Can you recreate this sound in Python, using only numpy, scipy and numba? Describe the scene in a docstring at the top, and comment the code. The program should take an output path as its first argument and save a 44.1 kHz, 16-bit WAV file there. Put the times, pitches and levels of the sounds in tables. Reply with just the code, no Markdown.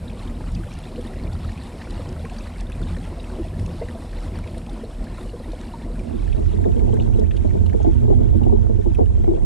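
"""On a calm lake, a pedal kayak glides along with microphones on a pole behind the seat.
Wind and pedal strokes force the modes of pole and hull, a taut line hums, and wavelets slap the plastic,
ringing pockets of trapped air. The wake hisses and fizzes with bubbles, each a small damped oscillator.
After six seconds one microphone fades into a stereo pair, which hears the shaking much louder."""
import sys
import numpy as np
from scipy import signal
from scipy.fft import rfft, irfft, next_fast_len
from scipy.io import wavfile
from scipy.ndimage import uniform_filter1d, minimum_filter1d
from numba import njit

SR = 44100
rng = np.random.default_rng(int(sys.argv[2]) if len(sys.argv) > 2 else 0)


def wav_out(sig):
    """Save sig, one row per channel (or a flat mono array), as 16-bit PCM at SR to the path in sys.argv[1]."""
    wavfile.write(sys.argv[1], SR, np.round(np.clip(np.atleast_2d(sig).T, -1, 1) * 32767).astype(np.int16))


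N = 416744

# Slow course of the water: t/s, lapping level/dB, wake level/dB
WATER_LEVELS = [(0, -0.5, -1.5), (1, 0.5, -1), (2, 0, -1.5), (2.4, -4.5, -1.5), (3, 2, -1), (4, -0.5, -1),
                (4.9, 0.5, -3), (5.7, -1, -3), (6.1, 1, -4.5), (6.6, -6, -3), (7, -8, -3.5),
                (7.6, -7, -4.5), (8.1, -7, -6.5), (8.5, -7, -8), (8.8, -10, -8.5), (9.0, -7.5, -7.5),
                (9.15, -10, -8), (9.45, -7, -7.5)]
# Wake filters for the single microphone, the pair and the pair's difference signal: f/Hz, gain/dB
WAKE_SINGLE_EQ = [(471, 13), (800, 3), (1020, -0.5), (1590, -6.5), (1750, -5), (2530, -7), (3160, -10),
                  (3990, -10), (5420, -12.5), (5980, -18), (9070, -13), (15000, -33.5)]
WAKE_PAIR_EQ = [(760, -13), (1300, -3.5), (1560, -3.5), (2720, -8), (3270, -8), (4440, -15), (6750, -12),
                (8990, -14), (12300, -24), (15000, -48)]
WAKE_SIDE_EQ = [(1500, -3), (4300, -5), (6500, 0)]
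# Distinct bubbles in the wake: t/s, level/dB, f/Hz, spatter level/dB
WAKE_BUBBLES = [(0.081, -32.5, 3800, -55), (0.0997, -35, 2500, -60), (0.192, -35, 3960, -61),
                (0.2792, -50, 1730, -65), (0.409, -36, 1660, -62), (0.439, -32, 1310, -68),
                (0.5182, -39, 9400, -54), (0.549, -31.5, 4730, -53), (0.552, -37, 3400, -62),
                (0.636, -31, 1490, -68), (0.7183, -35, 2420, -59), (0.727, -40, 5600, -58),
                (0.737, -41, 6500, -51), (0.788, -53, 1700, -48), (0.8365, -34.5, 3400, -61),
                (0.9592, -34, 2900, -56), (1.009, -39, 3200, -53), (1.069, -40, 9600, -60),
                (1.1343, -35, 1840, -63), (1.1967, -37, 2170, -63), (1.269, -35, 2340, -58),
                (1.33, -49, 2540, -50), (1.3513, -34, 1330, -65), (1.447, -31, 1310, -53),
                (1.491, -32, 1820, -57), (1.5184, -38, 2270, -54), (1.5758, -32.5, 2450, -56),
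                (1.6332, -49, 1310, -54), (1.8138, -30, 1850, -70), (1.8726, -33.5, 1450, -59),
                (1.905, -34, 4000, -50), (2.09, -34, 5200, -67), (2.1258, -39, 1920, -51),
                (2.163, -32, 1300, -64), (2.2512, -29.5, 1920, -51), (2.2967, -34, 2620, -52),
                (2.3431, -40, 1470, -60), (2.365, -39, 2670, -61), (2.385, -31, 4620, -61),
                (2.408, -37, 2590, -60), (2.4704, -33, 1920, -64), (2.606, -49, 3640, -47),
                (2.698, -35, 1610, -53), (2.7197, -29, 2580, -49), (2.816, -32, 1410, -53),
                (2.829, -34, 3540, -56), (2.947, -35, 1740, -68), (2.967, -29, 1790, -54),
                (3.1702, -37, 1290, -65), (3.198, -32, 3800, -65), (3.241, -33.5, 2600, -65),
                (3.3, -32.5, 1490, -65), (3.5404, -49, 1330, -68), (3.594, -38, 2000, -50),
                (3.661, -37.5, 2630, -47), (3.8856, -28.5, 1870, -55), (4.1315, -32, 1780, -67),
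                (4.1849, -34.5, 2030, -58), (4.3542, -35, 1790, -64), (4.388, -31, 1310, -49),
                (4.4388, -32, 2260, -61), (4.4744, -37, 2540, -52), (4.5465, -36, 1830, -68),
                (4.5802, -42, 1320, -46.5), (4.6636, -34.5, 2500, -56), (4.6947, -36, 3560, -53),
                (4.732, -47, 1450, -54), (5.041, -44, 2520, -52), (5.0699, -36, 1760, -69),
                (5.1467, -40, 1800, -68), (5.18, -30, 1340, -56), (5.23, -42, 1800, -54),
                (5.2934, -35, 2840, -69), (5.518, -38, 4200, -52), (5.6126, -41, 1860, -50.5),
                (5.9564, -35, 1600, -62), (5.993, -33, 2370, -54), (6.2765, -36, 1780, -59),
                (6.326, -31, 2550, -61), (6.6119, -48, 1740, -55), (6.6413, -33, 1710, -61),
                (6.795, -37, 2200, -67), (6.941, -37, 8300, -58), (6.9681, -34, 1680, -64),
                (6.9995, -27.5, 2880, -66), (7.0219, -38, 3520, -70), (7.1386, -38.5, 2800, -67),
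                (7.195, -59, 1330, -50), (7.237, -38, 1800, -67), (7.2599, -43, 2550, -71),
                (7.3103, -30.5, 2660, -63), (7.311, -31.5, 1750, -66), (7.3673, -34.5, 3260, -53),
                (7.372, -35, 2880, -56), (7.4924, -39, 2160, -62), (7.5093, -37, 1900, -69),
                (7.5597, -48, 1410, -70), (7.662, -36, 2900, -55), (7.6964, -35, 2140, -66),
                (7.7303, -34, 1740, -60), (7.83, -37.5, 6500, -63), (7.944, -37, 1390, -60),
                (8.435, -36, 2900, -65), (8.668, -37, 1200, -70), (8.9311, -48, 1650, -64),
                (8.948, -32, 2560, -51), (9.058, -42, 2860, -60), (9.151, -44, 2250, -67),
                (9.24, -38, 1930, -73), (9.348, -44, 3200, -60)]
# A taut line singing in the gusts: t/s, f/Hz, level/dB
LINE_HUM = [(5.9, 120, -50), (6.1, 118, -36), (6.4, 112, -44), (6.72, 118, -38), (6.9, 115, -28),
            (7.15, 111, -28), (7.33, 107, -42), (7.82, 112, -46), (7.97, 117, -27), (8.2, 120, -28),
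            (8.45, 117, -28), (8.72, 108, -29), (8.85, 106, -44), (9.45, 110, -44)]
# Its harmonics: harmonic number, left gain/dB, right gain/dB
LINE_HARMONICS = [(1, 1, 11), (2, -12, 6)]
# Wavelets trapping air against the hull: t/s, level/dB, pocket f/Hz
WAVELETS = [(0.406, -12.5, 855), (0.582, -5.5, 330), (0.98, -3.5, 486), (1.33, -15, 800), (1.995, 1, 567),
            (2.242, -8.5, 457), (2.255, -12.5, 1075), (2.317, -10, 725), (2.806, -4, 296),
            (2.965, -20, 1110), (3.175, -13, 670), (3.384, 2.5, 336), (3.45, -5, 622), (3.813, 1, 466),
            (3.821, 7.5, 593), (3.948, -7, 667), (4.234, -8, 298), (4.511, -15, 586), (4.567, -9, 642),
            (4.687, -10, 814), (4.833, -4.5, 446), (5.006, -10, 634), (5.18, -15, 1040), (5.334, -5.5, 471),
            (5.4, -4, 553), (5.479, -5, 310), (5.533, 1, 580), (5.737, -5, 918), (6.138, -3.5, 344),
            (6.377, -9, 624), (6.531, -15, 448), (6.649, -8, 428), (6.656, -10, 190), (6.66, -13.5, 252),
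            (6.761, -11.5, 473), (6.815, -13.5, 420), (6.888, -12.5, 830), (6.93, -5.5, 445),
            (7.001, -12.5, 765), (7.144, -17, 430), (7.184, -7.5, 436), (7.213, -17, 644),
            (7.444, -8.5, 614), (7.538, -15, 374), (7.55, -14, 192), (7.609, -20.5, 438), (7.735, -10, 186),
            (7.742, -11.5, 454), (7.799, -12, 825), (7.843, -7.5, 696), (7.865, -6, 294), (7.88, -11, 860),
            (7.948, -15, 935), (8.014, -17.5, 397), (8.041, -15, 420), (8.076, -6.5, 396), (8.1, 0, 383),
            (8.121, -5, 790), (8.202, -14, 448), (8.325, -17, 726), (8.341, -11, 327), (8.35, -9, 212),
            (8.413, -7.5, 830), (8.46, -4, 750), (8.494, -10, 920), (8.522, -4.5, 408), (8.693, -10, 449),
            (8.782, -13.5, 413), (8.854, -13.5, 860), (8.857, -12, 337), (8.985, -0.5, 439),
            (8.99, -9, 274), (9.004, -3.5, 502), (9.235, -16, 710), (9.274, -6, 330), (9.309, -10.5, 347),
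            (9.331, -13.5, 460)]
# Pedal strokes, later also gusts: peak t/s, pole sway level/dB, hull shudder level/dB
PUSHES = [(-0.05, 11, 8.5), (0.56, 6.5, 7.5), (1.36, 3.5, 8.5), (2.06, -2.5, 5.5), (2.86, 5.5, 9),
          (3.63, 3, 9.5), (4.4, 1, 4), (5.15, 3, -2.5), (6.0, 0, -2), (6.4, 6, 3), (7.0, 4, -5),
          (7.6, -3, -2), (8.1, 4.5, -5), (8.4, 5.5, -0.5), (9.25, 6, -17)]
# Modes of pole and hull: f/Hz, bandwidth per filter stage/Hz, single, left and right microphone gain/dB
MODES = [(22.8, 18, -20.5, -43, -21), (38.6, 13.8, -2, 5, 13.5), (63.4, 35.5, -17, -3, 6),
         (81.5, 27.3, -7.5, 0, 12), (83.7, 8.8, -16.5, -2.5, 15), (108.3, 28.7, -16.5, 3, -4),
         (165, 51, -15.5, -6.5, -5.5), (190.7, 41, -28.5, -17.5, -5), (228.4, 44.6, -9, -6, 5),
         (289, 145, -22.5, -6, -2.5), (329.3, 30, -17, 5.5, -9.5), (361.6, 43, -18.5, 2, -16),
         (410, 121, -26.5, 2.5, -3.5), (431.3, 28.5, -25.5, 3, 0.5), (484, 62, -21, -4, -2.5),
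         (586.4, 270, -26, -15.5, -39), (673, 130, -27.5, -4.5, -4), (843, 239, -50, -12.5, -22.5),
         (986, 257, -34.5, -20, -18), (1320, 960, -43.5, -50, -62)]


def undb(db):
    return 10 ** (np.asarray(db) / 20)


def at_rms(x, db):
    return x * undb(db) / np.sqrt(np.mean(x ** 2))


def noise():
    return rng.standard_normal(N)


def resonate(x, hz, width_hz):
    """Resonance: two equal stages in cascade give steep skirts and unit gain at the centre."""
    b, a = signal.iirpeak(hz, hz / width_hz, fs=SR)
    return signal.sosfilt([[*b, *a]] * 2, x)


def colour(x, points):
    """Spectral shaping: the gain follows (f/Hz, gain/dB) points over log frequency."""
    hz, db = np.transpose(points)
    size = next_fast_len(N)
    f = np.arange(size // 2 + 1) * SR / size + 1
    return irfft(rfft(x, size) * undb(np.interp(np.log(f), np.log(hz), db)), size)[:N]


def flicker(rate_hz):
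    """Random modulation: smoothed steps with unit standard deviation."""
    hold = int(SR / rate_hz)
    steps = np.repeat(rng.standard_normal(N // hold + 1), hold)
    smooth = uniform_filter1d(uniform_filter1d(steps, hold), hold)[:N]
    return smooth / smooth.std()


@njit
def ring_bubbles(onset_s, amplitude, hz, t60, glide):
    """Damped oscillation: each sine swells, dies in t60 seconds and rises by the fraction glide."""
    out = np.zeros(N)
    for k in range(len(onset_s)):
        start, steps = int(onset_s[k] * SR), int(t60[k] * SR) + 2
        phasor = amplitude[k] + 0j
        pole = np.exp(2j * np.pi * hz[k] / SR - np.log(1000) / steps)
        rise = np.exp(2j * np.pi * hz[k] / SR * glide / steps)
        for j in range(start, min(start + steps, N)):
            phasor *= pole
            pole *= rise
            out[j] += phasor.imag * min(1., 12. * (j - start) / steps)
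    return out


def fizz(count, lo_hz, hi_hz, cycles, spread, density):
    """A random point process: bubbles burst at a rate proportional to density, a few of them loudly."""
    when, pitch, size, life = rng.random((count, 4)).T
    cumulative = np.cumsum(density)
    onset_s = np.interp(when, cumulative / cumulative[-1], np.arange(N) / SR)
    hz = lo_hz * (hi_hz / lo_hz) ** pitch
    amplitude = hz * undb(-spread * np.log(size + 0.027))
    return ring_bubbles(onset_s, amplitude, hz, t60=cycles * (.5 + life) / hz, glide=.2)


def high_hiss():
    """Band-limited noise: a faint hiss near 12 kHz, in antiphase between left and right."""
    hiss = colour(noise(), [(11500, -66), (12200, -6), (13500, -14), (15000, -21)])
    return at_rms(hiss, -77.5) * np.array([[1], [-1]])


def wake(wake_db):
    """Incoherent addition: bands of hiss, bubbles, crackle and spray sum and surge together."""
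    surge = np.clip(flicker(26), -2, 1.8)
    clumps = undb(6.5 * surge)
    bands_hz = 700 * 2 ** np.arange(0, 4.6, .5)
    hiss = sum(undb(.5 * surge + 1.2 * flicker(14)) * resonate(noise(), hz, hz / 2) for hz in bands_hz)
    bubbles = fizz(3600, 700, 4500, cycles=48, spread=2.8, density=clumps)
    crackle = fizz(1500, 2500, 11000, cycles=6, spread=3.6, density=clumps)
    spray = fizz(1800, 3200, 10500, cycles=40, spread=2.8, density=undb(7 * surge + 3 * flicker(40)))
    drops = at_rms(bubbles, -5) + at_rms(crackle, -20) + at_rms(spray, -10)
    return undb(.55 * wake_db) * at_rms(hiss, 0) + undb(wake_db) * drops  # the hiss swells less


def wake_at_microphones(wake_db):
    """Partial coherence: the pair shares most of the wake, and differs more in the high treble."""
    near, beside = wake(wake_db), wake(wake_db)
    single = at_rms(colour(near, WAKE_SINGLE_EQ), -48)
    mid = at_rms(colour(near, WAKE_PAIR_EQ), -54)
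    side = at_rms(colour(colour(beside, WAKE_PAIR_EQ), WAKE_SIDE_EQ), -56)
    return single, np.array([mid + side, mid - side])


def plops():
    """Bubble resonance: each distinct bubble rings amid a bright spatter and five quieter companions."""
    onset_s, db, hz, spatter_db = np.array(WAKE_BUBBLES, float).T
    t60 = np.minimum(60 / hz, 0.016)  # small bubbles die sooner
    spatter_s, cluster_s = .005, .011  # scatter of the onsets
    spatter_t60 = np.full_like(t60, 0.0065)
    out = ring_bubbles(onset_s, undb(db), hz, t60, glide=.02)
    draws = rng.random((len(hz), 6, 3)).transpose(1, 2, 0)
    for band_hz, (late, pitch, size) in zip((3300, 4200, 5400, 6800, 8300, 10000), draws):
        amplitude = undb(spatter_db + 13 - 10 * size)
        spatter_hz = band_hz * (.88 + .24 * pitch)
        out += ring_bubbles(onset_s + spatter_s * late ** 2, amplitude, spatter_hz, spatter_t60, glide=0.)
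    for late, pitch, size in rng.random((len(hz), 5, 3)).transpose(1, 2, 0):
        amplitude = undb(db - 6 - 4.8 * size)
        cluster_hz = np.minimum(hz * (.7 + .7 * pitch), 12000.)
        out += ring_bubbles(onset_s + cluster_s * (late - .3), amplitude, cluster_hz, .7 * t60, glide=.03)
    return out


def line_hum(t):
    """Wind-driven vibration: a taut line's wavering tone and octave reach the pair in antiphase."""
    times, hz, db = np.transpose(LINE_HUM)
    wavering_hz = np.interp(t, times, hz) * (1 + .011 * flicker(14))
    phase = 2 * np.pi * np.cumsum(wavering_hz) / SR
    tone = np.zeros((2, N))
    for harmonic, left_db, right_db in LINE_HARMONICS:
        gains = np.array([[-undb(left_db)], [undb(right_db)]])
        tone += gains * undb(2.8 * flicker(14)) * np.sin(harmonic * phase)
    return tone * undb(np.interp(t, times, db))


def wavelet_slaps():
    """Impact and cavity resonance: a wavelet knocks the hull and the air it traps rings briefly."""
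    ring_s, swell_s, chop_from_s = 0.023, 0.001, 6.2
    glug_db, slap_db = (-28, -13, -9), (-21.5, -5, 2.5)  # overtone, slosh, knock
    force, airborne = np.zeros((2, N + SR))
    rub = at_rms(signal.lfilter([1, -.93], [1, -.85], rng.standard_normal(N + SR)), -1)  # on the plastic
    slosh_band = signal.butter(2, [180, 1000], "band", fs=SR, output="sos")
    slosh = at_rms(signal.sosfilt(slosh_band, rng.standard_normal(N + SR)), 0)
    knock = np.hanning(int(0.0026 * SR))
    t = np.arange(int(3 * ring_s * SR)) / SR
    envelope = (1 - np.exp(-t / swell_s)) * np.exp(-2 * t / ring_s)
    for onset_s, db, hz in WAVELETS:
        overtone_db, slosh_db, knock_db = slap_db if onset_s > chop_from_s else glug_db
        start = int(onset_s * SR)
        span = slice(start, start + len(t))
        pocket = np.sin(2 * np.pi * hz * t)
        overtone = undb(overtone_db) * np.sin(2 * np.pi * 1.85 * hz * t)
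        airborne[span] += undb(db) * envelope * pocket
        force[span] += undb(db) * envelope * (pocket + overtone + rub[span] + undb(slosh_db) * slosh[span])
        force[start:start + len(knock)] += undb(db + knock_db) * knock
    return force[:N], airborne[:N]


def strokes_and_gusts(t):
    """Addition of powers: Gaussian pushes rise over a steady floor; the pole sways ahead of the hull."""
    half_width_s, sway_lead_s = 0.15, 0.16
    peak_s, sway_db, shudder_db = np.transpose(PUSHES)[:, :, None]

    def drive_db(centre_s, db, floor_db):
        powers = undb(2 * db) * np.exp(-((t - centre_s) / half_width_s) ** 2)
        return 10 * np.log10(undb(2 * floor_db) + powers.sum(axis=0))

    return drive_db(peak_s - sway_lead_s, sway_db, floor_db=1.5), drive_db(peak_s, shudder_db, floor_db=-3)


def pole_and_hull(sway_db, shudder_db, lap_db):
    """Forced vibration: pushes and water drive the modes, which shake the pair in opposite phase."""
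    lapping = flicker(20)  # small gurgles under the hull come and go together
    gurgle = fizz(900, 150, 1300, cycles=9, spread=2.4, density=undb(4 * lapping))
    slap_force, airborne = wavelet_slaps()
    blows = slap_force + undb(lap_db) * at_rms(gurgle, -19)
    single, pair = undb(-23) * airborne, np.zeros((2, N))
    for k, (hz, width_hz, single_db, left_db, right_db) in enumerate(MODES):
        if k < 8:  # pushes drive the low modes, lapping the rest
            drive = undb(sway_db if k < 3 else shudder_db)
        else:
            drive = undb(lap_db - 7.5 + 1.8 * lapping + 1.5 * flicker(12))
        coherence = np.clip(0.45 + hz / 600, 0, 1)  # wind on the pair is partly unrelated in the bass
        shared = resonate(drive * noise() + (-1) ** k * blows, hz, width_hz)
        unrelated = resonate(drive * noise(), hz, width_hz) if coherence < 1 else 0
        left = -coherence * shared + np.sqrt(1 - coherence ** 2) * unrelated
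        single += undb(single_db) * shared
        pair += np.array([undb(left_db) * left, undb(right_db) * shared])
    return single, pair


def scene():
    """Superposition: boat and water add, with a linear crossfade from one microphone to the pair."""
    t = np.arange(N) / SR
    times, *levels = np.transpose(WATER_LEVELS)
    lap_db, wake_db = (np.interp(t, times, db) for db in levels)
    sway_db, shudder_db = strokes_and_gusts(t)
    hull_single, hull_pair = pole_and_hull(sway_db, shudder_db, lap_db)
    wake_single, wake_pair = wake_at_microphones(wake_db)
    single = hull_single + wake_single
    pair = hull_pair + wake_pair + line_hum(t)
    fade = np.interp(t, [6, 6.674], [0, 1])
    return (1 - fade) * single + fade * pair + plops() + high_hiss()


def record(dry):
    """Split-band limiting: loud peaks turn down the low band; the deepest bass and the top are cut."""
    bottom_hz, split_hz, top_hz = 18, 1500, 15100
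    knee_db, hold = -3.5, int(.03 * SR)
    x = signal.sosfilt(signal.butter(2, bottom_hz, "high", fs=SR, output="sos"), dry)
    treble = signal.sosfiltfilt(signal.butter(2, split_hz, "high", fs=SR, output="sos"), x)
    peak = np.abs(x).max(axis=0) + 1e-9
    gain = np.minimum(1, undb(knee_db) / peak) ** .8
    gain = uniform_filter1d(minimum_filter1d(gain, size=hold), size=hold)
    limited = gain * (x - treble) + treble
    return signal.sosfilt(signal.ellip(10, .2, 80, top_hz, fs=SR, output="sos"), limited)


dry = scene()
out = record(dry)
wav_out(out)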